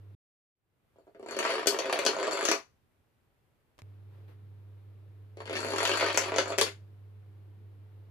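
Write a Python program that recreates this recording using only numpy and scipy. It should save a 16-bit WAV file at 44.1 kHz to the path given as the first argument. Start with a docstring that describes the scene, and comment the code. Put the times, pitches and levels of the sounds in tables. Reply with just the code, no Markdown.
"""Small plastic dominoes clatter down on a wooden floor indoors, in two runs that pass from left to right.
Each line starts slowly and gathers speed, louder and brighter: a tile ticks against the next and slides down.
Tiles that fall free, mostly at the bends and ends, slap the boards, which thump below.
Contacts excite banks of decaying modes, and dense decaying noise gives the room's reflections.
Shaped noise makes a quiet hiss; sines make a mains hum, heard at the start and again before the second run."""
import sys
import numpy as np
from scipy import signal
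from scipy.fft import rfft, irfft
from scipy.io import wavfile
from scipy.ndimage import uniform_filter1d, map_coordinates

SR = 44100
rng = np.random.default_rng(int(sys.argv[2]) if len(sys.argv) > 2 else 0)


def persist_wave(psi):
    """Save psi, clipped to +-1, as 16-bit WAV."""
    counts = np.round(np.clip(psi, -1, 1) * 32767).astype(np.int16)
    wavfile.write(sys.argv[1], SR, np.atleast_2d(counts).T)


N = 357210
TIME = np.arange(N) / SR


def from_db(db):
    """Logarithmic level: decibels become an amplitude gain."""
    return 10 ** (np.asarray(db) / 20)


def rms_one(x):
    """Normalisation: scale to an rms of 1."""
    return x / np.sqrt(np.mean(x ** 2) + 1e-20)


def at_hz(points, size):
    """Log-frequency interpolation: read a (Hz, value) table at the bins of an FFT of this size."""
    hz, value = np.transpose(points)
    return np.interp(np.log(np.fft.rfftfreq(size, 1 / SR) + 1), np.log(hz), value)


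def cut(x, hz, kind, order=2):
    """Maximally flat filtering: a Butterworth high- or low-pass."""
    sections = signal.butter(order, min(hz, .45 * SR), kind, fs=SR, output="sos")
    return signal.sosfilt(sections, x + 1e-18)


# Likeness of diffuse sound at the two ears. Each row: frequency in Hz, left-right correlation.
EAR_LIKENESS = [(100, 0.63), (500, 0.46), (1000, 0.096), (2000, 0.12), (14000, 0)]


def diffuse(size, spectrum=((20, 0), (20000, 0))):
    """Interaural correlation: stereo noise of rms 1 that is most alike at the two ears in the bass."""
    mid, side = rfft(rng.standard_normal((2, size)))
    alike = np.clip(at_hz(EAR_LIKENESS, size), -1, 1)
    both = np.sqrt(1 + alike) * mid + np.sqrt(1 - alike) * side * [[1], [-1]]
    return rms_one(irfft(both * from_db(at_hz(spectrum, size)), size))


# Spectrum of the room hiss. Each row: frequency in Hz, relative density in dB per Hz.
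HISS_SPECTRUM = [(15, -45.5), (25, -14), (50, -9.5), (100, -1), (181, -12), (462, -14.5), (501, -17.5),
                 (558, -17.5), (2560, -27), (6040, -38.5), (13800, -35), (15000, -40.5)]
# Spectrum of the rush that joins the hum. Each row: frequency in Hz, relative density in dB per Hz.
RUSH_SPECTRUM = [(76, -29), (130, 4), (162, -13.5), (197, -6.5), (271, -12.5), (312, -5), (412, -9),
                 (747, -18.5), (948, -19), (3810, -31.5), (7480, -48), (13900, -37.5), (15000, -49.5)]
# Partials of the mains hum. Each row: frequency in Hz, rms in dB before the waver and the side balance.
HUM_PARTIALS = [(99.82, -50), (199.64, -80.5), (299.5, -82.5), (425.5, -76.5)]
# Soft swells of the rush. Each row: peak in seconds, level in dB above the rush, attack and release in seconds.
RUSH_SWELLS = [(4.142, 4, 0.063, 0.29), (4.283, 8.5, 0.0059, 0.085), (7.95, -5, 0.32, 0.4)]
HUM_OFF_S, HUM_ON_S = .15, 3.82
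HUM_LAG_S = .0004   # the hum reaches the right ear later
HISS_DB, RUSH_DB = -72, -66
SILENT_UNTIL_S, HISS_FADE_S = 0.54, 0.4


def background(waver_db=1.1, waver_hz=12, swell_above_hz=300):
    """Additive hum and filtered noise: wavering hum and rush switch abruptly; hiss stops too, then fades in."""
    fade_in = np.clip((TIME - SILENT_UNTIL_S) / HISS_FADE_S, from_db(-58), 1)
    present = (TIME < HUM_OFF_S) + fade_in
    hiss = from_db(HISS_DB) * present * diffuse(N, HISS_SPECTRUM)

    running = uniform_filter1d(1. * ((TIME < HUM_OFF_S) | (TIME > HUM_ON_S)), size=100)
    ear_time = TIME - [[0], [HUM_LAG_S]]
    hum = sum(np.sqrt(2) * from_db(db) * np.sin(2 * np.pi * (hz * ear_time + rng.random()))
              for hz, db in HUM_PARTIALS)
    hum *= from_db(waver_db * rms_one(cut(rng.standard_normal(N), waver_hz, "low")))

    swell = sum(from_db(db) * np.interp(TIME, [s - attack, s, s + release], [0, 1, 0])
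                for s, db, attack, release in RUSH_SWELLS)
    swelling = swell * cut(diffuse(N, RUSH_SPECTRUM), swell_above_hz, "high")
    rush = from_db(RUSH_DB) * (diffuse(N, RUSH_SPECTRUM) + swelling)
    # the hum leans right and the rush leans left
    return hiss + running * (hum * from_db([[-.8], [.8]]) + rush * from_db([[.7], [-.7]]))


def strike(times, level_db, modes, spread_db, detune, touch_s, flipped, count, lead=0, depth_db=0, order=3):
    """Modal synthesis: impulses ring a bank of damped resonators; `times` has one row of contacts per tile.

    Each contact is `count` tiny touches, the first stronger by `lead`, with a mode mix of its own.
    `depth_db` per octave favours the low modes; each tile has one of `order` tunings."""
    hz, width, mode_db = np.transpose(modes)
    tuned = np.repeat((rng.random(len(times)) * order).astype(int), times.shape[1])
    times, level_db, depth_db = [v.reshape(-1, 1) for v in np.broadcast_arrays(times, level_db, depth_db)]

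    uneven_db = spread_db * rng.standard_normal((len(times), len(hz)))
    mix = from_db(mode_db - depth_db * np.log2(hz / hz[0]) + uneven_db) * np.sqrt(width)
    polarity = np.where(rng.random(mix.shape) < flipped, -1, 1)
    mix *= polarity / np.linalg.norm(mix, axis=1, keepdims=True)

    lag = rng.random((len(times), count)) * (np.arange(count) > 0)
    force = rng.standard_normal(lag.shape) * np.exp(-lag) + lead * (np.arange(count) == 0)
    force *= from_db(level_db) / np.linalg.norm(force, axis=1, keepdims=True)
    at = np.clip(((times + touch_s * lag) * SR).astype(int), 0, N - 1)

    first = at.min()
    size = min(N, at.max() + SR // 2) - first
    out = np.zeros(size)
    for j, tuning in enumerate(1 + detune * np.linspace(-1, 1, order) ** 3):
        mine = tuned == j
        for k, r in enumerate(np.exp(-np.pi * width / SR)):   # pole radius from the mode's width
            pushes = (force[mine] * mix[mine, k, None]).ravel()
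            clicks = np.bincount(at[mine].ravel() - first, pushes, size) + 1e-18
            poles = [1, -2 * r * np.cos(2 * np.pi * hz[k] * tuning / SR), r * r]
            out += signal.lfilter([np.sqrt((1 - r * r) / 2)], poles, clicks)
    band = signal.lfilter([1, 0, -1], [1], out)   # nulls at zero frequency and at the top
    return np.pad(band, (first, N - first - size))


# Low modes of the floorboards. Each row: frequency in Hz, width in Hz, relative level in dB.
BOARD_MODES = [(229, 56, -13), (327, 14, -3), (377, 16, -6.5), (398.4, 16, 3.5), (435, 44, 1),
               (526, 76, -3.5), (557.6, 33, 1), (606.6, 43, -4.5), (656.6, 17, -3.5)]
# The hard surface right under a tile. Each row: frequency in Hz, width in Hz, relative level in dB.
KNOCK_MODES = [(864, 200, 1.5), (1050, 130, 3), (1209, 140, -0.5), (1520, 400, -3)]
# A tile chattering on its edge. Each row: frequency in Hz, width in Hz, relative level in dB.
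RATTLE_MODES = [(2000, 1600, 6), (2620, 250, 0.5), (3200, 450, -8)]


def floor_sound(times, thump_db, depth_db, knock_db, rattle_db, thud_db=-10):
    """In-phase modal excitation: most board modes start together as a punch; the tile knocks, then chatters."""
    boards = strike(times, thump_db, BOARD_MODES, spread_db=3.5, detune=0.005, touch_s=0,
                    flipped=0.093, count=1, depth_db=depth_db)
    body = cut(cut(boards, 260, "high", order=5), 860, "low")
    thud = from_db(thud_db) * cut(boards, 190, "low", order=4)
    knock = strike(times, knock_db, KNOCK_MODES, spread_db=3.1, detune=0.074, touch_s=.0015,
                   flipped=.5, count=4, lead=2.4, order=5)
    rattle = strike(times, rattle_db, RATTLE_MODES, spread_db=-2.96, detune=0.061, touch_s=.007,
                    flipped=.5, count=7, lead=0.45, order=5)
    contact = cut(knock, 630, "high") + cut(rattle, 800, "high")
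    return body + thud + cut(contact, 5400, "low", order=3)


# Ring of a hollow tile. Each row: frequency in Hz, width in Hz, relative level in dB.
TILE_MODES = [(3247, 310, -15.5), (3870, 600, -14.5), (4310, 100, -5.5), (4441, 64, 7.5), (4680, 130, -6),
              (6000, 920, -15), (7020, 870, -13.5), (9900, 150, -11), (10830, 200, -6)]


def tile_sound(times, ring_db):
    """Damped resonance: hard plastic rings briefly, with slight differences of pitch among the tiles."""
    ring = strike(times, ring_db, TILE_MODES, spread_db=2, detune=0.008, touch_s=0.0014,
                  flipped=0.43, count=2, lead=1.5, order=5)
    return cut(cut(ring, 13000, "low", order=8), 3000, "high")


TICK_WIDTH_HZ = 360   # damping of the edge of a tile meeting the next one


def ticks(times, level_db, pitches_hz, touch_s=0.0018, second_touch=.6):
    """Exponentially damped sines: a short, bright tick per tile at its own pitch; the edge touches twice."""
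    t, out = TIME[:SR // 50], np.zeros(N)
    for s, db, hz in zip(times.ravel(), level_db.ravel(), pitches_hz.ravel()):
        age = np.maximum(t - [[0], [touch_s * rng.random()]], 0)
        touches = np.sin(2 * np.pi * hz * age) * np.exp(-np.pi * TICK_WIDTH_HZ * age)
        tick = np.dot([1, second_touch], touches)
        out[int(s * SR):][:len(t)] += from_db(db) * tick / np.linalg.norm(tick)
    return cut(cut(out, 4800, "high"), 8300, "low", order=6)


# Stretches of a line; straight ones click brightly, bends glance softly. Each row: entry of the front in
# seconds, relative thump in dB, depth of the thump in dB per octave, relative knock and ring in dB.
LINE_STRETCHES = [(1.3, -6.5, 10.5, -8.5, -13), (1.385, -5, -1.5, -2.5, -2.5), (1.55, -7.5, -1, -0.5, -2),
                  (1.61, -8.5, 5, -5, -11), (1.72, -5, 1, -5, -11), (1.85, -3.5, -0.5, -1.5, -10.5),
                  (2.03, -4.5, 2, -4, -4), (2.19, -6.5, -5.5, -2.5, 4.5), (2.44, -8, 9, -9.5, -10),
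                  (5.46, -10.5, 15, -10, -15.5), (5.53, -5, 10, -4.5, 4.5), (5.78, -2, -4.5, 5, 9.5),
                  (5.99, 2.5, -4, 3.5, 4), (6.12, -12.5, 1.5, -5, 5.5), (6.19, -7.5, -3.5, -1, -2.5),
                  (6.29, -6, 0, -2, -10.5), (6.42, -11, -5.5, -18, -2), (6.55, -16.5, 10, -32.5, -25.5)]


def stretch_at(times):
    """Piecewise-constant excitation: the columns of the stretch that the front is passing at these times."""
    columns = np.transpose(LINE_STRETCHES)
    return columns[:, np.searchsorted(columns[0, 1:], times)]


LULL_S, LULL_DB = 0.019, -2.5


def lull_db(times):
    """Loss of contact: a tile falling free touches nothing, so the clatter thins just before it lands."""
    wait = np.transpose(FREE_FALLS)[0] - times[..., None]
    return LULL_DB * ((wait > 0) & (wait < LULL_S)).any(axis=-1)


TILE_GAP_S = .0192   # between tiles once the front is up to speed
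TICK_HZ, TICK_SPREAD = 7330, 0.055   # ticks of the softer tiles; scale of their relative pitch spread
SOFT_TICK_DB = -8.5   # offset of their tick column from their ring column


def toppling(start_s, end_s, jitter_s=.004, uneven_db=-2.0, count=70):
    """A travelling front: softer taps fill the gaps between louder ones, in rows of the louder taps' columns."""
    times = start_s + TILE_GAP_S * np.arange(count) + jitter_s * rng.uniform(-1, 1, count)
    _, thump, _, knock, ring = stretch_at(times)
    levels = np.transpose([thump, knock, knock, ring, ring + SOFT_TICK_DB])   # the rattle follows the knock
    levels = levels + uneven_db * rng.standard_normal((count, 5)) + lull_db(times)[:, None]
    louder = np.array([row[0] for row in [*LOUD_TAPS, *FREE_FALLS]])
    nearest_s = np.abs(times[:, None] - louder).min(axis=1)
    sounding = (nearest_s > TILE_GAP_S / 2) & (times < end_s)
    pitches_hz = TICK_HZ * (1 + TICK_SPREAD * rng.uniform(-0.72, 1, count))
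    return np.column_stack([times, np.where(sounding[:, None], levels, -np.inf), pitches_hz])


# The two lines. Each row: the front is up to speed at in seconds, the last tile is down at in seconds.
LINE_RUNS = [(1.325, 2.56), (5.473, 6.655)]
# Tiles that stand out as they tip against their neighbour. Each row: start in seconds,
# relative levels of thump, knock, rattle, ring and tick in dB, tick pitch in Hz.
LOUD_TAPS = [(0.959, -31, -42.0, -40, -52, -57, 7280.0), (0.985, -23.5, -42, -47, -35.0, -36, 7180.0),
             (1.069, -26, -35, -48, -47.0, -47, 6860.0), (1.078, -24, -48.0, -50.0, -40, -45, 7270.0),
             (1.148, -18, -28, -38, -37, -48, 7200.0), (1.196, -13, -27.5, -30.5, -25, -29.5, 7440.0),
             (1.228, -10, -21.0, -26.5, -20.5, -30, 7610.0),
             (1.261, -10, -12.5, -16.5, -11.5, -18.5, 7370.0), (1.286, -8, -8, -11, -8.5, -13.0, 7270.0),
             (1.31, -7.0, -5.5, -10.0, -0.5, -9.0, 7340.0), (1.328, -9.0, -10.5, -10, -6.5, -12.5, 7030.0),
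             (1.427, -9, -1.5, 5.5, 1.0, -3.5, 6910.0), (1.451, -3, 4, 3, 2.5, -6, 7310.0),
             (1.475, -6.5, -0.5, 1.5, -1, -7, 7200.0), (1.493, -2.5, -3, 6.5, 1.5, -7.5, 7160.0),
             (1.503, -2.5, 1.0, 1, 4.5, -7.5, 7170.0), (1.522, -1.5, 0, -0.5, -1.5, -8.5, 6970.0),
             (1.581, -5.0, 0.5, -2.5, -3.5, -16.0, 7200.0), (1.593, -5.5, -2, -2.5, -5.5, -23.5, 7100.0),
             (1.6591, 2.5, -3, 0, -2.5, -10.5, 6710.0), (1.857, -2, -1.0, -4, -4.5, -10.5, 7040.0),
             (1.897, -4.5, 3, 1.5, -2, -12.5, 6520.0), (2.166, -2, -4, -9.0, -8.5, -3.0, 6860.0),
             (2.199, 5, 0, -4, 1.5, -8, 7040.0), (2.229, 2, 4, -3, 0, 2, 7260.0),
             (2.252, -9, 0, -1, -9, -8, 7070.0), (2.27, -5, -7, -0.5, 0.5, -3.5, 7370.0),
             (2.278, 3.5, 0.5, -2.5, -9, -6, 7400.0), (2.311, -6, 1, 1, 5, 2.5, 7210.0),
             (2.331, -0.5, -2.5, -6, 0.5, 4, 7430.0), (2.353, -4.0, -3, -0.5, 2.5, -3.5, 7380.0),
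             (2.373, -4.0, -1.5, 0, -1, 0.5, 7260.0), (2.391, -1.5, -8, -6, -1, -5.5, 7260.0),
             (2.41, -8, 2, 2.5, 2, -4, 7070.0), (2.428, -0.5, 1.5, -2.5, 0.5, 2.5, 7010.0),
             (2.4808, -7.5, -1, 10, -3.5, -7.5, 7060.0), (5.371, -13, -20.5, -17.5, -18, -27.5, 7140.0),
             (5.404, -13.5, -7, -29.5, -13, -27.0, 7050.0), (5.4562, -11, -11, -7.5, -10.5, -15.5, 7300.0),
             (5.496, -4, -19, -3.5, -7, -13.5, 7000.0), (5.529, -4.5, -10, 1, -1.5, -13.5, 6890.0),
             (5.555, -5.5, -19, 4.5, -2.5, -10.5, 7230.0), (5.591, -7, -0.5, -8, -4, -11, 7060.0),
             (5.667, -5, -5.5, -9, 0, -6, 7130.0), (5.685, -4, -7, -1.5, 0.5, -2.5, 7260.0),
             (5.72, -5.5, -4.0, 1.5, 2.5, -10.5, 7060.0), (5.736, -1.0, 1, -5.5, 0.5, -3.5, 7290.0),
             (5.761, -6, -1.5, 1.5, 5.0, -1, 7160.0), (5.804, 0, 7, 8.0, 8, 1, 7010.0),
             (5.83, -2, 4, 1, 11, 4.5, 7190.0), (5.875, -3.5, 6.5, 6, 10, 1.5, 7090.0),
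             (5.916, 1, 2.5, 8.5, 3.5, -2, 7300.0), (5.935, -3.5, 3.5, 4.5, 7, 1, 7200.0),
             (5.957, -3.5, 4, 0, 0.5, 1.5, 6930.0), (5.997, -4, 3.5, 4.5, 9, -3.5, 7360.0),
             (6.042, 3, 5.5, 3, -1.5, -9.0, 6810.0), (6.063, -5, 3.5, 9, 4, 0, 7240.0),
             (6.085, -2.5, 3.5, 7.5, -1.0, -15, 6930.0), (6.102, -4.5, 0, 3.5, -2.0, -11.5, 6560.0),
             (6.293, -7.5, -3.5, -15.5, -15.0, -14.5, 6810.0), (6.32, 2, 0, -3.5, -9.5, -11.0, 6970.0),
             (6.341, -2, -0.5, -0.5, -8.5, -9.5, 7230.0), (6.3617, 0.5, 0.0, 5, 5.5, 7, 6950.0),
             (6.458, -6.5, 1, -8, -7.5, -5.5, 7090.0), (6.48, -9, -4.5, -11.5, -2, -5, 7240.0),
             (6.503, -1, -8, -2, -5, -3.5, 7160.0), (6.522, -4, 0.5, -1, -17.5, -4.0, 7030.0),
             (6.58, 0, -14, 2, 8, 9.0, 7080.0), (6.666, -6, -11.5, 2.5, -8, -16, 6790.0)]


def clatter(slide_s=.021, rub_db=-10.0, rub_ring_db=-9, uneven_db=2.0, thump_db=-7.5, knock_db=-12.7,
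            rattle_db=-16.0, ring_db=-22.5, tick_db=-20.0, count=5):
    """Repeated contact: each tile tips against the next with a tick, then touches it softly as it slides."""
    rows = np.vstack([LOUD_TAPS] + [toppling(*run) for run in LINE_RUNS])
    s, thump, knock, rattle, ring, tick, tick_hz = rows.T[:, :, None]
    touch = np.arange(count)
    sliding = touch > 0
    early, loud = rng.uniform(-1, 1, (len(s), count, 2)).transpose(2, 0, 1)
    times = s + sliding * slide_s * (touch + early / 2) / count
    touch_db = sliding * (uneven_db * loud + lull_db(times))
    rub = touch_db + sliding * rub_db
    ring_rub = touch_db + sliding * rub_ring_db
    boards = floor_sound(times, thump + thump_db + rub, stretch_at(s)[2],
                         knock + knock_db + rub, rattle + rattle_db + rub)
    return boards + tile_sound(times, ring + ring_db + ring_rub) + ticks(s, tick + tick_db, tick_hz)


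# Crack of a tile landing flat. Each row: frequency in Hz, width in Hz, relative level in dB.
CRACK_MODES = [(2960, 780, 2), (4560, 200, -0.5), (5260, 1000, 1.5), (6400, 300, 7), (7130, 680, 0),
               (7900, 690, -15.5)]
# Glassy edge of a tile landing dead flat. Each row: frequency in Hz, width in Hz, relative level in dB.
SNAP_MODES = [(10060, 140, 13.5), (10800, 300, 2), (12600, 4700, -4.5)]
# Tiles that fall free and slap the floor. Each row: landing in seconds, relative thump in dB,
# depth of the thump in dB per octave, relative knock, ring, crack and snap in dB, clack pitch in Hz,
# relative clack in dB.
FREE_FALLS = [(1.366, -2, 2.5, -10, 1, -14, -0.5, 1524, -9), (1.3897, -1, -1.5, 0, 6, -0.5, 5, 2700, -1.5),
              (1.671, 7, 7.5, 5, 14, 18, 31.5, 2552, 6.5),
              (1.7886, 0.5, -2.5, 1.5, 8.5, 3.5, 12.5, 2258, -7.5),
              (1.927, 4, -3.5, 6, 8.5, 2, 3.5, 2288, 2), (1.99, 1.5, -3.5, 3, 5, 0.5, -1, 1520, -7.5),
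              (2.0517, -1.5, 3.5, -2, 1.5, 6.5, 8, 1973, -3.5),
              (2.064, 2.5, 4.5, 6, 18, 13, 9.5, 3084, 2.5), (2.4528, -1.5, -5, 2, -1.5, 7.5, 8.5, 6500, -1),
              (2.4877, 4.5, 8.5, -11.5, -2.5, 11.5, 2, 1943, 6),
              (2.5145, 4.5, -1, 7.5, 8, 13, 17.5, 2567, 0.5), (5.7835, -4, -4.5, 2, 5.5, 3.5, 0, 3185, -9),
              (5.853, -7, -3.5, 5, 3.5, 7, 0, 3200, 3), (6.145, -3, 3, 1, 7, 0, 2, 7300, -17),
              (6.1746, 2, 6.5, 6.5, 7.5, 16.5, 25, 7000, 7.5), (6.3841, 7, -5.5, 8.5, 10, 11, 8, 1024, 2),
              (6.5851, 3, -7, -12, -17.5, 9.5, 5, 2455, 9), (6.613, 4.5, 6, 8, 14.5, 11.5, 26.5, 3365, 6)]
CLACK_WIDTH_HZ = 1000   # the hollow clack of a landing tile; its pitch depends on how the tile lies


def falls(thump_db=-5.5, knock_db=-11, rattle_db=-13.0, ring_db=-20.5, crack_db=-16.0, snap_db=-38,
          clack_db=-11, bounce_s=.005, bounce_db=-11):
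    """Inelastic impact: each free tile thumps, cracks and clacks, then rebounds twice, ever softer."""
    s, thump, depth, knock, ring, crack, snap, clack_hz, clack = np.transpose(FREE_FALLS)[:, :, None]
    bounce = np.arange(3)
    times = s + bounce * bounce_s * rng.uniform(0.65, 1.1, (len(s), len(bounce)))
    loss = bounce * bounce_db
    cracks = strike(times, crack + crack_db + loss, CRACK_MODES, spread_db=0.5, detune=0.04, touch_s=0.002,
                    flipped=0.38, count=5, lead=3.0)
    snaps = strike(times, snap + snap_db + loss, SNAP_MODES, spread_db=2.5, detune=0, touch_s=0,
                   flipped=0, count=1, order=1)
    clacks = sum(strike(t[None], db, [(hz, CLACK_WIDTH_HZ, 0)], spread_db=0, detune=0, touch_s=0.0038,
                        flipped=0, count=3, lead=3.6, order=1)
                 for t, db, hz in zip(times, clack + clack_db + loss, clack_hz.ravel()))
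    boards = floor_sound(times, thump + thump_db + loss, depth,
                         knock + knock_db + loss, knock + rattle_db + loss)
    tiles = tile_sound(times, ring + ring_db + loss)
    return boards + tiles + cut(cracks + snaps, 3100, "high") + cut(clacks, 900, "high")


ROOM_T60_S, BASS_T60_S, ROOM_DB = 0.19, 0.15, 0.5   # decay of the reflections and of their bass; level
LATE_T60_S, LATE_DB = 0.7, -48   # the faint late tail


def room(x, gap_s=0.0013, paths_per_s=23, bass_db=-5.5, treble_db=-4.0, bass_below_hz=750, count=4):
    """Reverberation: after a gap, dense reflections, weaker and shorter in the bass, vary as the front travels."""
    t = TIME[:SR // 2]
    late = from_db(LATE_DB - 60 * t / LATE_T60_S)
    bass_decay, decay = [(from_db(-60 * t / t60) + late) * (t > gap_s) for t60 in (BASS_T60_S, ROOM_T60_S)]
    out = x
    for k in range(count):
        noise = diffuse(len(t), [(450, bass_db), (1000, 0), (5000, 0), (8000, treble_db)])
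        bass = cut(noise, bass_below_hz, "low", order=3) * bass_decay
        tail = bass + cut(noise, bass_below_hz, "high", order=3) * decay
        response = from_db(ROOM_DB) * rms_one(tail) / np.sqrt(len(t))
        # each pattern fades in and out in turn, over and over
        away = np.abs((TIME * paths_per_s + k) % count - count / 2)
        share = np.cos(np.pi / 2 * np.minimum(away, 1))
        out = out + signal.oaconvolve((x * share)[None], response, axes=1)[:, :N]
    return out


# Small dry clicks around the return of the hum. Each row: start in seconds, relative level in dB,
# 60 dB decay time in seconds.
DRY_CLICKS = [(3.781, 12, 0.0045), (3.789, 11, 0.058), (3.819, 19, 0.005)]


def small_clicks(dull_hz=1000, level_db=-47.5):
    """Exponential decay of noise: two dry ticks with a slightly longer knock between them."""
    out = np.zeros(N)
    for s, db, t60 in DRY_CLICKS:
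        out += (TIME >= s) * from_db(db - 60 * np.clip((TIME - s) / t60, 0, 2))
    return from_db(level_db) * cut(out * diffuse(N), dull_hz, "low", order=1)


# Balance of the dominoes. Each row: frequency in Hz, left minus right in dB.
LEFT_RIGHT_BALANCE = [(250, 0), (500, -0.84), (1200, 1.8), (3000, 4), (4400, 7), (5500, 13.5), (7500, 20.5),
                      (10500, 8.5), (15000, 10.5)]
# Passage of the front from left to right. Each row: time in seconds, delay of the right ear in seconds.
RIGHT_EAR_DELAY = [(1.0, .00018), (1.7, .00005), (2.5, -.00009), (5.3, .00022), (5.8, .0001),
                   (6.6, -.00009)]


def scene():
    """Interaural time and level differences: dominoes pass left to right, their treble stronger on the left."""
    left, right = room(falls() + clatter())
    delay_s = np.interp(TIME, *np.transpose(RIGHT_EAR_DELAY))
    right = map_coordinates(right, [SR * (TIME - delay_s)], order=3)
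    sides = from_db(at_hz(LEFT_RIGHT_BALANCE, N) * [[.5], [-.5]])
    dominoes = irfft(rfft([left, right]) * sides / sides.mean(axis=0), N)
    return dominoes + background() + small_clicks()


CUTOFF_HZ = 15000


def record(dry):
    """Saturation and band-limiting: the highest peaks are rounded and the top is cut steeply."""
    top = .8
    rounded = top * np.tanh(dry / top)
    return signal.sosfilt(signal.ellip(10, .1, 80, CUTOFF_HZ, fs=SR, output="sos"), rounded)


dry = scene()
out = record(dry)
persist_wave(out)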